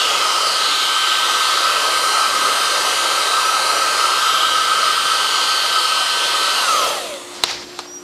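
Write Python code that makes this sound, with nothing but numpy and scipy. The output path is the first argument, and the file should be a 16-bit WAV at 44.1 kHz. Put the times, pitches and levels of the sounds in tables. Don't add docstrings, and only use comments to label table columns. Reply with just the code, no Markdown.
import sys
import numpy as np
from scipy import signal
from scipy.io import wavfile
from scipy.ndimage import uniform_filter1d

SR = 44100
rng = np.random.default_rng(int(sys.argv[2]) if len(sys.argv) > 2 else 0)


def boost(x):
    u = np.asarray(x, float) / 20
    return 10 ** u


def generate_wav(signal):
    frames = np.transpose(np.atleast_2d(signal))
    scaled = np.clip(frames, -1, 1) * 32767
    pcm = np.round(scaled).astype(np.int16)
    wavfile.write(sys.argv[1], SR, pcm)


N = 354123

# (frequency [Hz], density [dB per Hz])
ROOM = [(18, -36), (60, -15), (150, -15.5), (300, -9), (600, -11), (1100, -11.5), (2100, -20), (3000, -26),
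        (4500, -25), (7000, -23), (15000, -37)]
# (frequency [Hz], level [dB])
HUM = [(355.3, -43), (293, -49.5), (448, -76), (7558, -54.5)]
ROOM_DB = -42

# (time [s], pitch of third partial [Hz], level [dB])
SQUEAK = [
    (7.86, 5520, -52),
    (7.878, 5662, -41),
    (7.93, 5810, -35),
    (7.974, 5730, -31.5),
    (8.004, 5800, -46),
    (8.03, 5818, -48),
]
# (multiple, level [dB])
SQUEAK_PARTIALS = [(3, 0), (5, -30), (6, -31), (7, -36)]
# (time of full pressure [s], level [dB], rise [dB/s], fall [dB/s])
STROKES = [
    (7.445, -29.5, 900, 150),
    (7.5, -26.5, 170, 130),
    (7.625, -37, 60, 300),
    (7.8, -37.5, 300, 200),
    (7.4, -40, 10, 26),
    (7.84, -43, 4, 130),
]
# (frequency [Hz], density [dB per Hz])
RASP = [(120, -43), (300, -10), (600, 0), (1200, 1), (2200, -0.5), (3000, -0.5), (4200, 3.5), (5600, 0.5),
        (8000, -14), (14000, -29)]
# (time [s], peak [dB], casing ring [dB], floor ring [dB])
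KNOCKS = [(7.4366, 3, -2.5, -6.5), (7.4376, -4, 2, -11), (7.4394, -1.5, 4, -18), (7.4427, -12.5, -3, -6),
          (7.4615, -19, 0, -12), (7.5117, -12, 3, -15), (7.7903, -11.5, -3.5, 0.5), (7.7928, -19, -1, -4),
          (7.7952, -19, -5, 2), (7.803, -27, -10, 2), (7.856, -27, -13, 2), (7.14, -21, 0, -6)]
# (frequency [Hz], level [dB], decay by 60 dB [s])
CASING = [(1800, -9, .006), (2270, -7, .008), (2900, -4, .007), (3440, -1, .009), (4100, -2, .012),
          (4900, -6, .008), (6200, -10, .005), (8260, -11, .005), (11000, -16, .004)]
# (frequency [Hz], level [dB], decay by 60 dB [s])
BOARDS = [(486, -14, 0.038), (720, -10.5, 0.028), (1000, -3, 0.014), (1350, -2, 0.01)]
SNAP_DB, SNAP_S = 2, .00006

# (time [s], speed [turns/s])
SPEED = [(0.03, 194.3), (0.17, 193.6), (0.84, 194.0), (1.57, 193.7), (2.47, 195.1), (3.49, 195.4),
         (3.91, 195.1), (4.08, 195.7), (4.72, 194.0), (5.65, 193.6), (6.0, 192.6), (6.61, 192.2)]
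OFF_S, COAST_S, SET_DOWN_S = 6.625, .518, 7.42
LEAD = dict(order=(8, 16, 15, 45, 40, 5))
# (level [dB], change turned to the work [dB])
LEAD_DB = [(-28, -1.5), (-29.5, -2.5), (-35.5, -1), (-39.5, 4.5), (-42.5, -0.5), (-48, 6)]
# (multiple, time [s], half length [s], change [dB])
SWELLS = [(8, .35, .6, -9), (16, 1, .25, 4), (16, 6, .25, 4), (16, 3.75, .5, -3), (15, 1.6, .4, -8),
          (15, 3.35, .3, -5), (15, 6.4, .5, -8), (15, 4.5, .2, 4), (15, 5.4, .3, 3), (45, 0, .2, -5),
          (45, 1, .2, -5), (45, 1.75, .25, -10), (45, 2.15, .35, 3), (45, 4.35, .3, -4), (45, 5, .3, 4),
          (45, 6.3, .25, -5), (40, 1.35, .3, 4), (40, 1.8, .25, -7), (40, 4.35, .25, 4), (40, 4.85, .3, -4),
          (5, 1.1, .5, -4), (5, 6.3, 1.2, 11)]
WHINE = dict(first=28, last=77, knee=48)
WHINE_DB, WHINE_FALL_DB, WHINE_SCATTER_DB = -48, .72, 2.5
# (multiple, level [dB])
SLOTS = [(32, -43), (35, -42), (42, -41), (44, -45), (54, -48), (55, -48), (60, -51)]
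# (multiple, level [dB])
FAINT = [(9, -47), (10, -51), (13, -48), (14, -53), (17, -45), (20, -47), (25, -50), (80, -66), (85, -72),
         (90, -70)]
# (multiple, level [dB])
BARS = [(14, -42), (20, -38), (30, -34), (35, -42), (48, -45), (52, -45), (55, -44), (80, -45), (90, -47)]
# (frequency [Hz], width [Hz], level [dB])
SHELL = [(2600, 400, 3), (6300, 500, 5), (7500, 400, 2), (9000, 800, 6), (10500, 900, 7)]
FREED_DB, FREED_S, FADE_DB_PER_S2 = 1, .07, 100
BLADE_FALL = 1.0
BLADE_BARREL, BLADE_PIPE = (1270, 220, 10), (590, 50, 6)
BLADE_END_S, BLADE_END_DB_PER_S = 7.17, 170
TICK_S, TICK_DB, TICK_RISE, TICK_FALL = 7.29, -34, 90, 120

# (time [s], flow [dB], nozzle toward the work [0-1], barrel whistle [dB],
# nozzle hump [Hz], nozzle hump [dB])
HOLD = [(0, -18, 0.02, -2, 5240, -18), (.3, -18, 0.28, 0, 5100, -1), (.7, -20, 0.17, -0.5, 4020, 5),
        (1.05, -20, 0, 2.5, 4000, -1), (1.4, -18, 0.17, 1, 4000, -3), (1.8, -17.5, 0.52, 1.5, 4180, -2.5),
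        (2.4, -17.5, 0.74, -1, 4100, -7), (2.9, -16.5, 0.9, -3.5, 4060, -10),
        (3.3, -18, .9, 0.5, 3900, -2.5), (3.75, -17.5, 1, 0, 4020, -2), (4.1, -18, 0.4, 2.5, 4250, -7),
        (4.4, -19.5, 0, 4.5, 4300, -5), (4.8, -20, 0.09, 3.5, 4300, 0.5), (5.3, -20, 0.13, 2.5, 4400, 2.5),
        (5.9, -19.5, 0.25, 0, 4300, 2), (6.3, -19.5, 0.18, -1, 4160, 0.5), (6.62, -17.5, 0.4, -2, 4230, -5)]
# (frequency [Hz], density [dB per Hz])
STREAM = [(30, -36), (180, -36), (420, -15.5), (800, -13.5), (1150, -6.5), (1600, -17.5), (2100, -12.5),
          (2350, -17), (2600, -13), (4400, -11.5), (5600, -19.5), (6300, -19.5), (9600, -25), (15000, -37)]
# (as a rule [dB], turned to the work [dB], early coast [dB], late coast [dB])
ANSWER = dict(flow=(0, 0, -2.5, -15.5), pipe=(-1, 5, 15.5, -2.5), barrel=(0, 0, 3.5, -29),
          grille=(3, -20.5, 5.5, -30), vent=(2.5, -4.5, -17, 6), nozzle=(0, 1, -16, -11),
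          dip=(2, 0.7, 3, -9), bright=(-2, 0.5, 7, 5.5))
# (time [s], half length [s], depth [dB])
SHADOWS = [
    (.4, 0.25, 6),
    (2.094, 0.43, 6),
    (3.7, 0.34, 2.5),
    (4.7, 0.41, 2),
]
EARLY_S, LATE_S = 0.24, 0.38
PIPE, BARREL = (560, 150, -7), (1282, 85, 13)  # (Hz, width Hz, dB)
GRILLE, VENT = (3260, 790, 2.1), (4950, 200, -4.5)  # (Hz, width Hz, dB)
DIP, NOZZLE_WIDTH = (3510, 730), 750
TOP_HZ, TOP_DB = 8800, 19

EDGE_HZ, CEILING = 15000, .92


def evened(x):
    return x / np.sqrt(np.mean(x ** 2) + 1e-20)


def read(points, hz):
    f, value = np.transpose(points)
    return np.interp(np.log(hz + 1), np.log(f + 1), value)


def columns(rows, t):
    s, *values = np.transpose(rows)
    return [np.interp(t, s, v) for v in values]


def add(mix, s, sound):
    part = mix[round(s * SR):][:len(sound)]
    part += sound[:len(part)]


def peak(t, s, db, rise, fall):
    return db - np.where(t < s, rise * (s - t), fall * (t - s))


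def swell(t, s, half):
    return np.maximum(1 - abs(t - s) / half, 0)


def grid(size):
    hop = size // 4
    return np.fft.rfftfreq(size, 1 / SR)[:, None], np.arange(N // hop + 5) * hop / SR


def patches(shape, bins, frames):
    x = uniform_filter1d(rng.standard_normal(shape), size=bins, axis=0)
    return evened(uniform_filter1d(x, size=frames, axis=1))


def noise(height, patchy_db):
    a, b = rng.standard_normal((2,) + height.shape)
    size = 2 * len(height) - 2
    uneven = boost(patchy_db * patches(height.shape, bins=12, frames=16))
    z = (a + 1j * b) * height * uneven * np.sqrt(3 / size)
    return signal.istft(z, nperseg=size, noverlap=3 * size // 4)[1][:N]


def unit(height):
    return height / np.sqrt(np.mean(height ** 2, axis=0))


def hump(hz, centre_hz, width, db):
    return boost(db) ** 2 / (1 + (2 * (hz - centre_hz) / width) ** 2) ** 1.57


def room():
    hz, frames = grid(size=2048)
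    t = np.arange(N) / SR
    hum = sum(np.sqrt(2) * boost(db) * np.sin(2 * np.pi * (f * t + rng.random())) for f, db in HUM)
    return hum + boost(ROOM_DB) * noise(unit(boost(read(ROOM, hz))) + 0 * frames, patchy_db=2.5)


def squeak():
    t = np.arange(SQUEAK[0][0], N / SR, 1 / SR)
    hz, level_db = columns(SQUEAK, t)
    turns = np.cumsum(hz) / SR / SQUEAK_PARTIALS[0][0]
    tone = sum(boost(db) * np.sin(2 * np.pi * k * turns) for k, db in SQUEAK_PARTIALS)
    fade_in = np.clip((t - t[0]) / .01, 0, 1)
    out = np.zeros(N)
    add(out, t[0], np.sqrt(2) * boost(level_db) * tone * fade_in)
    return out


def slide():
    hz, frames = grid(size=256)
    t = np.arange(N) / SR
    stroke_db = np.max([peak(t, *row) for row in STROKES], axis=0) + 5.0
    touching = np.clip((t - 7.3) / 0.059, 0, 1)
    rasp = noise(unit(boost(read(RASP, hz))) + 0 * frames, patchy_db=.5)
    return boost(stroke_db) * touching * rasp


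def ringing(modes, t):
    out = np.zeros(len(t))
    for k, (f, db, t60) in enumerate(modes):
        hz = f * rng.uniform(0.93, 1.03)
        out += (-1) ** k * boost(db - 60 * t / t60) * np.sin(2 * np.pi * hz * t)
    return out


def knocks():
    out, t = np.zeros(N), np.arange(3000) / SR
    place = (t / SNAP_S - 3) ** 2
    flick = boost(SNAP_DB) * (1 - 2 * place) * np.exp(-place)
    for s, peak_db, casing_db, floor_db in KNOCKS:
        ring = boost(floor_db) * ringing(BOARDS, t) + boost(casing_db) * ringing(CASING, t)
        grit = uniform_filter1d(uniform_filter1d(rng.standard_normal(len(t)), size=4), size=3)
        crack = boost(-5 - 60 * t / .009) * grit
        onset = np.minimum(t / .0004, 1)
        blow = (ring / abs(ring).max() + crack) * onset - flick
        add(out, s, boost(peak_db) * blow)
    return out


def shaft(t):
    return columns(SPEED, t)[0] * np.exp(-np.maximum(t - OFF_S, 0) / COAST_S)


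def lost_speed(t):
    return shaft(OFF_S) * (1 - np.exp(-np.maximum(t - OFF_S, 0) / COAST_S))


def freed(t):
    return np.clip((t - OFF_S) / FREED_S, 0, 1)


def coast_db(t):
    return FREED_DB * freed(t) - FADE_DB_PER_S2 * np.maximum(t - OFF_S - 2 * FREED_S, 0) ** 2


def leading_tones(t):
    lost_hz, since = lost_speed(t), np.maximum(t - OFF_S, 0)
    turned = columns(HOLD, t)[1]
    held = {k: db + turned_db * turned for k, (db, turned_db) in zip(LEAD["order"], LEAD_DB)}
    for k, s, half, db in SWELLS:
        held[k] = held[k] + db * swell(np.minimum(t, OFF_S), s, half)
    paths = {}
    for k, db in held.items():
        low_db = (k < 20) * lost_hz / 8
        echo = .6 + .4 * np.exp(2j * np.pi * k * lost_hz * .003)
        paths[k] = boost(db + coast_db(t) - low_db) * np.exp(2j * np.pi * rng.random()) * echo
    blades = LEAD["order"][0]
    blade_hz = blades * shaft(t)
    lit = np.sqrt(1 + (since > 0) * (hump(blade_hz, *BLADE_BARREL) + hump(blade_hz, *BLADE_PIPE)))
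    blade = boost(peak(t, BLADE_END_S, held[blades], 0, BLADE_END_DB_PER_S))
    paths[blades] = blade * np.exp(-BLADE_FALL * since / COAST_S) * lit
    return paths


def whine_tones(t):
    many = np.arange(WHINE["first"], WHINE["last"] + 1)
    fall_db = WHINE_FALL_DB * np.maximum(many - WHINE["knee"], 0)
    comb_db = WHINE_DB - fall_db + WHINE_SCATTER_DB * rng.standard_normal(len(many))
    levels = {**dict(zip(many.tolist(), comb_db)), **dict(FAINT + SLOTS)}
    paths = {}
    for k, db in levels.items():
        rate, delay, phase = rng.random((3, 6, 1))
        cycles = 2.4 * (2 * rate - 1) * t + 0.00179 * delay * k * lost_speed(t) + phase
        paths[k] = boost(db + coast_db(t)) * np.exp(2j * np.pi * cycles).sum(0) / np.sqrt(len(rate))
    return paths


def brush_ticks(t, turns):
    level_db = peak(t, TICK_S, TICK_DB, TICK_RISE, TICK_FALL) + 5.3 * rng.standard_normal(len(t))
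    ticks = np.diff(np.floor(turns), prepend=0) * boost(level_db)
    ring = boost(-60 * t[:900] / 0.046) * np.sin(2 * np.pi * 6600 * t[:900])
    return signal.oaconvolve(ticks, ring)[:len(t)]


def motor():
    t, slow = np.arange(round(SET_DOWN_S * SR)) / SR, np.arange(0, 7.5, 1 / 200)
    flutter = uniform_filter1d(rng.standard_normal(len(t)), size=1500)
    flutter = evened(uniform_filter1d(flutter, size=1500))
    turns = np.cumsum(shaft(t) + .07 * flutter) / SR
    paths = {**whine_tones(slow), **leading_tones(slow)}
    lost_hz = lost_speed(slow)
    for k, db in BARS:
        echo = .6 + .2 * np.cos(np.pi * k * lost_hz * .003 + 6 * rng.random())
        paths[k] = paths[k] + boost(db + coast_db(slow)) * np.clip(lost_hz / 110, 0, 1) ** 2 * echo
    for k in paths:
        rough = evened(uniform_filter1d(rng.standard_normal(len(slow)), size=5))
        paths[k] = paths[k] * boost(1.45 * rough)
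        if k > LEAD["order"][0]:
            shell = sum(hump(k * shaft(slow), *row) for row in SHELL)
            paths[k] = paths[k] * np.sqrt(1 + freed(slow) * shell)
    turn = np.exp(2j * np.pi * turns).astype(np.complex64)
    out, power = np.zeros(len(t)), np.ones_like(turn)
    for k in range(1, int(max(paths)) + 1):
        power = power * turn
        if k in paths:
            out += np.sqrt(2) * (power * np.interp(t, slow, paths[k])).real
    return np.pad(out + brush_ticks(t, turns), (0, N - len(t)))


def collapse(t):
    return np.clip((t - OFF_S - EARLY_S) / LATE_S, 0, 1)


def answer(part, t):
    rule_db, turned_db, early_db, late_db = ANSWER[part]
    early = np.clip((t - OFF_S) / EARLY_S, 0, 1)
    return rule_db + turned_db * columns(HOLD, t)[1] + early_db * early + late_db * collapse(t)


def air():
    hz, t = grid(size=2048)
    flow_db, _, whistle_db, nozzle_hz, nozzle_db = columns(HOLD, t)
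    treble = np.clip(np.log2((hz + 1) / 5000), 0, 1)
    power = unit(boost(read(STREAM, hz))) ** 2 * boost(2 * answer("bright", t) * treble)
    for (f, width, db), turn_db in ((PIPE, answer("pipe", t)),
                                    (BARREL, whistle_db + answer("barrel", t)),
                                    (GRILLE, answer("grille", t)),
                                    (VENT, answer("vent", t))):
        power = power + 10 * hump(hz, f, width, db + turn_db)
    power = power + 10 * hump(hz, nozzle_hz, NOZZLE_WIDTH, nozzle_db + answer("nozzle", t))
    dip_db = answer("dip", t) + sum(db * swell(t, s, half) for s, half, db in SHADOWS)
    dulled_db = TOP_DB * np.maximum(np.log2((hz + 1) / TOP_HZ), 0) * collapse(t)
    height = np.sqrt(power) * boost(-dip_db * hump(hz, *DIP, 0) - dulled_db)
    drift = patches(height.shape, bins=18, frames=45)
    stopped = np.clip((7.5 - t) / 0.15, 0, 1)
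    height = height * boost(.6 * drift) * stopped
    return boost(-2.5) * noise(height * boost(flow_db + answer("flow", t)), patchy_db=1.51)


def scene():
    gun = air() + motor()
    ducked = boost(-9.0 * np.clip((7.05 - np.arange(N) / SR) / .35, 0, 1))
    return np.tile(gun + ducked * room() + slide() + knocks() + squeak(), (2, 1))


def band_limit(x):
    return signal.sosfilt(signal.butter(12, 15120, fs=SR, output="sos"), x)


def record(dry):
    capsule = signal.lfilter(*signal.butter(1, 60, "high", fs=SR), dry)
    clipped = np.clip(capsule, -CEILING, CEILING)
    edge = signal.firwin(255, EDGE_HZ, window=("kaiser", 9), fs=SR)
    limited = signal.oaconvolve(clipped, edge[None], "same", axes=1)
    return band_limit(limited)


dry = scene()
out = record(dry)
generate_wav(out)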